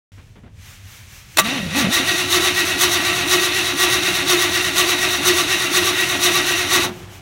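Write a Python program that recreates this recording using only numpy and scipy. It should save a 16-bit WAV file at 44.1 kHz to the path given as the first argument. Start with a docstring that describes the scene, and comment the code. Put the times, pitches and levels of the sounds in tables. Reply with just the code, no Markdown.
"""A starter churns an engine that does not fire, heard close by in the open engine bay.
After a few soft bumps over hum and hiss, the pinion slams in and drags the crank up to speed.
Four compressions a turn: the gear teeth whine and grind under each load and clatter on each release,
ringing the housing, the flywheel and the air in the bay. Then the starter drops out and spins down."""
import sys
import numpy as np
from scipy import signal
from scipy.fft import rfft, irfft, next_fast_len
from scipy.io import wavfile
from scipy.ndimage import uniform_filter1d

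SR = 44100
rng = np.random.default_rng(int(sys.argv[2]) if len(sys.argv) > 2 else 0)


def transcribe(u):
    """Save the signal u as a 16-bit wav file named by the first command-line argument.

    u: samples, shape (n,) or (channels, n), limited to [-1, 1]; the rate is SR.
    q: integer samples, one column per channel.
    """
    v = np.clip(np.atleast_2d(u).T, -1, 1)
    q = np.round(v * 32767).astype(np.int16)
    wavfile.write(sys.argv[1], SR, q)


N = 317961
TIME = np.arange(N) / SR
PINION_IN_S, PINION_OUT_S, TURN_S = 1.37, 6.835, 0.488

# first heaves of the crank: (time [s], tooth rate [Hz], clatter [dB], grind [dB], whine [dB])
RUN_UP = [(1.4, 135, -47, -28, -32), (1.46, 220.1, -26.5, -23, -28), (1.555, 281.4, -31, -24, -29.5),
          (1.63, 193.2, -33.5, -34, -26.5), (1.711, 151.5, -34, -25, -27),
          (1.794, 291.8, -19, -18.5, -21.5), (1.88, 182.7, -31.5, -25.5, -21.5),
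          (1.953, 355, -17, -20, -34), (2.035, 264.3, -27, -24.5, -27.5)]
# crank turns: (start [s], extra clatter [dB], extra grind [dB], extra boom on first release [dB])
TURNS = [(1.853, 0, -2, 0), (2.348, 0, 0, .5), (2.833, -0.35, 0.5, -3), (3.333, -.3, -0.5, 2),
         (3.825, 0, 0, -2), (4.314, 0, -0.2, 3), (4.793, 0, 0.5, -3.5), (5.28, .2, -0.5, 4),
         (5.766, 0, 0, 0), (6.253, 0.2, 0.6, 0), (6.746, 0, -.5, -3)]
# four releases a turn: (phase [turns], tooth rate [Hz], clatter [dB], grind [dB], boom [dB],
# singing [dB], low, middle and high flywheel mode [dB])
RELEASES = [(0, 372, -15, -18, -19, -32.5, -25.5, -29, -31),
            (.227, 389.2, -18, -20, -25.5, -31, -27, -34, -38),
            (.494, 388.6, -20.5, -20.5, -26, -28.5, -45, -23.5, -24),
            (.702, 378, -21.5, -21, -29, -33, -43.5, -28.5, -38)]
# top treble of hiss and clatter: (frequency [Hz], gain [dB])
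SIZZLE_COLOUR = [(4500, -6.5), (6000, 5.5), (7500, 0), (9800, -2.5), (12500, 1.5), (15800, -0.5)]


def from_db(db):
    """Decibels to gain."""
    return 10 ** (np.asarray(db) / 20)


def rms_one(x):
    """Scale to unit rms."""
    return x / np.sqrt(np.mean(x ** 2) + 1e-20)


def noise():
    """White noise, rms 1."""
    return rng.standard_normal(N)


def drift(cutoff_hz):
    """Smooth random wander, rms 1."""
    lowpass = signal.butter(2, cutoff_hz, fs=SR, output="sos")
    return rms_one(signal.sosfilt(lowpass, rng.standard_normal(N + SR))[SR:])


def swing(times_s, values, lag_s):
    """Cosine easing from point to point; a negative lag leads."""
    index = np.arange(len(times_s))
    place = np.interp(TIME - lag_s, times_s, index)
    eased = np.floor(place) + (1 - np.cos(np.pi * (place % 1))) / 2
    return np.interp(eased, index, values)


def envelope(start_s, attack_s, hold_s, fall_db_per_s):
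    """Linear rise, hold, exponential fall."""
    age = TIME - start_s
    return np.clip(age / attack_s, 0, 1) * from_db(-fall_db_per_s * np.maximum(age - attack_s - hold_s, 0))


def driven(fall_db_per_s, attack_s=0.041):
    """Full while the pinion is in, dying away after."""
    return envelope(PINION_IN_S, attack_s, PINION_OUT_S - PINION_IN_S - attack_s, fall_db_per_s)


def body(x, colour, modes=(), size=16384):
    """Unit-energy filter: a broad colour plus modes (centre [Hz], width [Hz], lift [dB])."""
    hz = np.maximum(np.arange(size // 2 + 1) * SR / size, 1)
    colour_hz, colour_db = np.transpose(colour)
    gain = from_db(np.interp(np.log(hz), np.log(colour_hz), colour_db))
    gain *= np.minimum(hz / colour_hz[0], 1) ** 2 * np.minimum(colour_hz[-1] / hz, 1) ** 2
    for centre_hz, width_hz, lift_db in modes:
        detuning = (hz ** 2 - centre_hz ** 2) / (hz * width_hz)
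        gain = gain * (1 + (from_db(lift_db) - 1) / (1 + 1j * detuning))
    response = np.roll(irfft(gain), size // 2)
    return signal.fftconvolve(x, response / np.linalg.norm(response))[size // 2:size // 2 + N]


def housing(lift_share):
    """Modes of the bell housing and nearby panels, with a share of their lift."""
    # (centre [Hz], width [Hz], lift [dB])
    modes = [(634, 28, 9.5), (707, 13, 10), (758, 11.5, 7), (1163, 12, 12.5), (1316, 11, 9.5),
             (1420, 55, 7), (1907, 15.7, 15.5), (2012, 23, 9), (2128, 21, 8.5), (2566, 31, 8),
             (2752, 18, 10.5), (2650, 19, 2), (3008, 22, 9), (3404, 41, 7.5), (3665, 47, 14),
             (3883, 50, 15), (4130, 17, 4.5), (4203, 53, 10.5), (4573, 30, 12.5), (5074, 39, 9.5),
             (5480, 47, 11), (5670, 54, 7), (5260, 25, 2), (5867, 46, 14), (5700, 38, -1), (6085, 42, 11),
             (6590, 28, 12), (7120, 106, 7)]
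    return [(hz, width_hz, lift_share * lift_db) for hz, width_hz, lift_db in modes]


def resonate(drive, hz, t60_s, even_s):
    """One driven resonance, levelled to rms 1 over even_s."""
    radius, angle = from_db(-60 / (t60_s * SR)), 2 * np.pi * hz / SR
    ring = signal.lfilter([1, 0, -1], [1, -2 * radius * np.cos(angle), radius ** 2], drive)
    return ring / np.sqrt(np.abs(uniform_filter1d(ring ** 2, int(even_s * SR))) + 1e-6)


def scatter(x, decay_s, count):
    """Early echoes off the metal of the bay comb the treble."""
    delays_s = rng.uniform(0, 3 * decay_s, count)
    gains = rng.standard_normal(count) * np.exp(-delays_s / decay_s)
    echoes = np.bincount((delays_s * SR).astype(int), gains)
    return signal.fftconvolve(x, echoes / np.linalg.norm(echoes))[:N]


def hum(noise_db=-44, tone_hz=97.5, tone_db=-46.5):
    """Low noise with a steady tone in it."""
    # (frequency [Hz], gain [dB])
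    colour = [(20, -12), (35, 2), (60, 0), (75, 3.5), (100, 5), (120, 1), (150, -7), (195, -6.5),
              (240, -15.5), (320, -20), (500, -23), (700, -27)]
    tone = from_db(tone_db) * np.sin(2 * np.pi * tone_hz * TIME + 0.3 * drift(3))
    return tone + body(noise() * from_db(noise_db), colour, [(101, 14, 2.0)])


def hiss(floor_db=-71):
    """Soft hiss that brightens as it swells."""
    # (peak time [s], half width [s], level [dB])
    swells = [(.1, 0.23, -55.5), (.7, 0.08, -44.5), (.945, 0.093, -44), (1.16, .075, -43.8),
              (1.37, 0.088, -44.5), (6.97, 0.1, -45.5), (7.15, .045, -44.5)]
    # (frequency [Hz], gain [dB])
    colour = [(300, -14), (500, -11.5), (900, -7.5), (1500, -3), (2300, 0), (3200, -3), (4700, -8),
              (6000, -5.5), (8000, -11), (15800, -21.5)]
    power = sum(from_db(db) ** 2 * np.exp(-((TIME - s) / width_s) ** 2) for s, width_s, db in swells)
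    level_db = 10 * np.log10(power + from_db(floor_db) ** 2)
    top = body(noise() * from_db(2.06 * level_db + 41.5), SIZZLE_COLOUR)
    return body(noise() * from_db(level_db), colour) + top


def bumps(rise_s=0.0082, decay_s=0.022):
    """Dull, short knocks before the start."""
    # (time [s], relative level [dB], low-pass [Hz])
    knocks = [(0.174, -49.5, 2600), (.197, -53, 700), (.352, -47.5, 1300), (.37, -50, 700),
              (.432, -41.5, 400), (.458, -48, 900)]
    # (frequency [Hz], gain [dB])
    colour = [(90, -3), (190, 7), (300, 4), (700, -5), (3300, -4), (6000, -22), (15000, -33)]
    out = np.zeros(N)
    for s, db, cutoff_hz in knocks:
        age = np.maximum(TIME - s, 0)
        shape = (1 - np.exp(-age / rise_s)) * np.exp(-np.minimum(age / decay_s, 20))
        lowpass = signal.butter(1, cutoff_hz, fs=SR, output="sos")
        out += signal.sosfilt(lowpass, noise() * from_db(db) * shape)
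    return from_db(11) * body(out, colour)


def each_turn(strokes):
    """Strokes repeated in every turn after the run-up: (time [s], stroke values, turn extras)."""
    laid = [(start_s + phase * TURN_S, values, extras)
            for start_s, *extras in TURNS for phase, *values in strokes]
    return [stroke for stroke in laid if RUN_UP[-1][0] < stroke[0] < PINION_OUT_S + TURN_S / 4]


def crank(free_whine_db=-35, boom_dip_db=-4.5, sing_dip_db=-3):
    """The crank races at each release and labours at each compression."""
    # (phase [turns], tooth rate [Hz], clatter [dB], grind [dB], whine [dB])
    compressions = [(.112, 317.9, -23, -24.5, -29.5), (.365, 294.8, -26, -24.5, -30.5),
                    (.6, 310.1, -24.5, -26, -31), (.855, 275, -27.3, -26.8, -32)]
    # rows: (time [s], tooth rate [Hz], clatter [dB], grind [dB], boom [dB], singing [dB], whine [dB])
    rows = [(s, hz, clatter_db, grind_db, clatter_db - 11, grind_db - 10, whine_db)
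            for s, hz, clatter_db, grind_db, whine_db in RUN_UP]
    starts_s = [turn[0] for turn in TURNS]
    for s, values, (more_clatter, more_grind, more_boom) in each_turn(RELEASES):
        hz, clatter_db, grind_db, boom_db, sing_db, *_ = values
        boom_db += more_boom * (s in starts_s)
        rows.append((s, hz, clatter_db + more_clatter, grind_db + more_grind,
                     boom_db, sing_db, free_whine_db))
    times_s, _, _, _, booms_db, sings_db, _ = np.transpose(rows)
    for s, values, (more_clatter, more_grind, _) in each_turn(compressions):
        hz, clatter_db, grind_db, whine_db = values
        boom_db = np.interp(s, times_s, booms_db) + boom_dip_db
        sing_db = np.interp(s, times_s, sings_db) + sing_dip_db
        rows.append((s, hz, clatter_db + more_clatter, grind_db + more_grind, boom_db, sing_db, whine_db))
    return np.transpose(sorted(rows))


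def tooth_blows(teeth, uneven_db):
    """One uneven click per tooth; bending waves in the iron carry the highs first, making it a chirp."""
    hits = np.flatnonzero(np.diff(np.floor(teeth)) > 0)
    clicks = np.zeros(N)
    clicks[hits] = from_db(uneven_db * rng.standard_normal(len(hits)))
    size = next_fast_len(N + 4096)
    hz = np.arange(size // 2 + 1) * SR / size
    return rms_one(irfft(rfft(clicks, size) * np.exp(-2j * np.sqrt(hz)), size)[:N])


def rattle(teeth, depth, lumpy_db):
    """Dense small contacts, bunched on the front and back flank of each tooth."""
    flanks = 1 + depth * (np.cos(2 * np.pi * teeth) + np.cos(4 * np.pi * teeth))
    return rms_one(noise() * flanks * from_db(lumpy_db * drift(193)))


def block_rumble(tooth_hz, load_db):
    """The block shakes more with speed and a little more under load."""
    # (frequency [Hz], gain [dB])
    colour = [(25, -25), (55, -15), (80, 4.5), (105, -2), (140, 5), (160, -7), (182, 4.5), (220, -12),
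              (300, -1.5), (400, -9), (550, -32.5)]
    speed = tooth_hz / RELEASES[0][1]
    shake = driven(fall_db_per_s=24) * np.sqrt(speed) * from_db(-36 + 0.2 * (load_db + 20.5))
    return body(noise() * shake, colour, [(100, 12, 3.6), (179.7, 5.5, 4.0)])


def bay_boom(mesh, level_db):
    """The mesh keeps the air in the bay booming."""
    air = resonate(mesh + 4 * noise(), hz=358.7, t60_s=0.21, even_s=0.038)
    return driven(fall_db_per_s=64) * air * from_db(level_db - 1.67 + 1.27 * drift(29))


def coasting(teeth):
    """The pinion drops out with a clunk and the freed armature whirrs down."""
    # (frequency [Hz], gain [dB])
    colour = [(200, 0), (350, -3), (500, -5), (700, 1), (1200, -3), (1700, -6), (3000, -7), (8000, -32)]
    clunk = from_db(-22) * envelope(PINION_OUT_S, attack_s=0.013, hold_s=0.006, fall_db_per_s=288)
    whirr = from_db(-41.5) * envelope(PINION_OUT_S, attack_s=0.03, hold_s=0, fall_db_per_s=18)
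    return body(rattle(teeth, depth=0.28, lumpy_db=-0.5) * np.hypot(clunk, whirr), colour)


def engagement(tooth_hz=330):
    """The solenoid throws the pinion in: it strikes the ring gear, then seats."""
    # (time [s], level [dB], hold [s])
    strikes = [(1.369, -14, 0.0036), (1.382, -7.5, .010)]
    # (frequency [Hz], gain [dB])
    colour = [(88, -53), (150, -39), (327, 3), (430, -12), (919, -2), (1300, -2), (2340, -6), (2630, 1),
              (2840, -9), (3880, -8.5), (5000, -14), (5630, -10), (15800, -13)]
    power = sum((from_db(db) * envelope(s, attack_s=0.004, hold_s=hold_s, fall_db_per_s=950)) ** 2
                for s, db, hold_s in strikes)
    crash = rattle(TIME * tooth_hz, depth=0.097, lumpy_db=2.5)
    return body(crash * np.sqrt(power), colour, housing(0.66))


def flywheel(contacts, flare_s=0.033):
    """Tooth contacts ring the flywheel's modes briefly at each heave and release."""
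    # (frequency [Hz], t60 [s], delay after release [s])
    modes = [(1154.2, 0.17, .003), (1908.4, .039, 0.0061), (2700, .014, 0.031)]
    # ring against clatter in the run-up: (low [dB], middle [dB], high mode [dB])
    run_up_rings_db = (-19, -6, -23)
    rings = [(s, np.add(clatter_db, run_up_rings_db)) for s, _, clatter_db, *_ in RUN_UP]
    rings += [(s, values[-len(modes):]) for s, values, _ in each_turn(RELEASES)]
    out = np.zeros(N)
    for mode, (hz, t60_s, delay_s) in enumerate(modes):
        flares = np.zeros(N)
        for s, rings_db in rings:
            age = TIME - s - delay_s
            near = np.abs(age) < 4 * flare_s
            flares[near] += from_db(rings_db[mode]) * np.exp(-(age[near] / flare_s) ** 2)
        out += flares * resonate(contacts, hz, t60_s, even_s=0.068)
    return from_db(-4.5 + 2.1 * drift(22)) * out


def gear_mesh(teeth, flutter_db=4, jitter_rad=0.34):
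    """Three harmonics of the tooth rate; backlash shakes their level and phase."""
    phase = 2 * np.pi * teeth + jitter_rad * drift(63)
    tone = np.sin(phase) + from_db(-12) * np.sin(2 * phase) + from_db(-11) * np.sin(3 * phase)
    return rms_one(tone * from_db(flutter_db * drift(65)))


def whine(mesh, level_db):
    """The groaning tone of the mesh, strongest under load."""
    # (frequency [Hz], gain [dB])
    colour = [(80, 10), (170, 5.5), (285, 4.5), (330, -3), (390, -8.5), (470, 6), (560, 3.5), (700, 4),
              (1200, 1.5), (2500, -12)]
    return driven(fall_db_per_s=110) * from_db(level_db) * rms_one(body(mesh, colour))


def singing(teeth, level_db):
    """Overtones of evenly rolling teeth sweep across the housing's modes."""
    # (frequency [Hz], gain [dB])
    colour = [(600, -30), (770, -7.5), (1150, -10.5), (1550, 4.5), (1900, -0.5), (2300, 3.5), (2700, 2),
              (3200, -7), (3900, -1.5), (5000, -9.5)]
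    return body(tooth_blows(teeth, uneven_db=3) * from_db(level_db), colour, housing(0.75))


def grind(teeth, level_db):
    """Darker grinding of the teeth as the load returns."""
    # (frequency [Hz], gain [dB])
    colour = [(200, -33), (400, -17), (520, -4.5), (700, -0.5), (950, 0), (1400, -2.5), (1700, 1),
              (2000, 2), (2700, 6), (3300, -1.5), (4500, -16), (9000, -60)]
    contacts = from_db(-1.5) * rattle(teeth, depth=0.05, lumpy_db=2.5)
    contacts += from_db(-9) * tooth_blows(teeth, uneven_db=2.5)
    return body(contacts * from_db(level_db - 3 + 1.5 * drift(20)), colour, housing(0.9))


def sizzle(contacts, clatter_db):
    """Harder contacts are shorter, so the top rises faster than the clatter."""
    top = body(contacts * from_db(1.55 * clatter_db + 0.8 + 1.7 * drift(27.02)), SIZZLE_COLOUR)
    return 0.6 * top + 0.5 * scatter(top, decay_s=0.004, count=90)


def clatter(contacts, level_db):
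    """Released teeth clatter brightly through the housing."""
    # (frequency [Hz], gain [dB])
    colour = [(400, -35), (700, -4.5), (1200, -1.5), (2500, -2), (3300, -0.5), (3800, -1.5), (4400, -4.5),
              (4950, -7), (5800, -5.5), (7500, -10), (9800, -7), (15800, -23.5)]
    return body(contacts * from_db(level_db - 0.64), colour, housing(0.95))


def starter(spin_down_s=0.26):
    """The pinion drives the ring gear; tooth rate and levels follow the crank's strokes."""
    times_s, rates_hz, clatter_db, grind_db, boom_db, sing_db, whine_db = crank()
    slowing = np.exp(-np.maximum(TIME - PINION_OUT_S, 0) / spin_down_s)
    tooth_hz = swing(times_s, rates_hz, lag_s=-0.008) * slowing * (1 + 0.011 * drift(60))
    teeth = np.cumsum(tooth_hz) / SR
    contacts = rattle(teeth, depth=0.048, lumpy_db=1) + from_db(-15) * tooth_blows(teeth, uneven_db=4)
    mesh = gear_mesh(teeth)
    gears = (clatter(contacts, swing(times_s, clatter_db, lag_s=0.00041))
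             + sizzle(contacts, swing(times_s, clatter_db, lag_s=-0.005))
             + grind(teeth, swing(times_s, grind_db, lag_s=0.034))
             + singing(teeth, swing(times_s, sing_db, lag_s=0.0094))
             + flywheel(contacts))
    return (driven(fall_db_per_s=330) * gears
            + whine(mesh, swing(times_s, whine_db, lag_s=0.0017))
            + bay_boom(mesh, swing(times_s, boom_db, lag_s=0.037))
            + block_rumble(tooth_hz, swing(times_s, grind_db, lag_s=0.024))
            + coasting(teeth))


def scene(start_s=0.119):
    """All sources, the same in both channels, silent until start_s."""
    sound = hum() + hiss() + bumps() + engagement() + starter()
    return np.tile(sound * (TIME > start_s), (2, 1))


def record(dry, low_cut_hz=30, ceiling=0.92, high_cut_hz=15850):
    """Cut the deepest bass, round the highest peaks, cut the top."""
    thin = signal.sosfilt(signal.butter(2, low_cut_hz, "high", fs=SR, output="sos"), dry)
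    rounded = thin / (1 + (thin / ceiling) ** 6) ** (1 / 6)
    return signal.sosfilt(signal.ellip(12, 0.1, 80, high_cut_hz, fs=SR, output="sos"), rounded)


dry = scene()
out = record(dry)
transcribe(out)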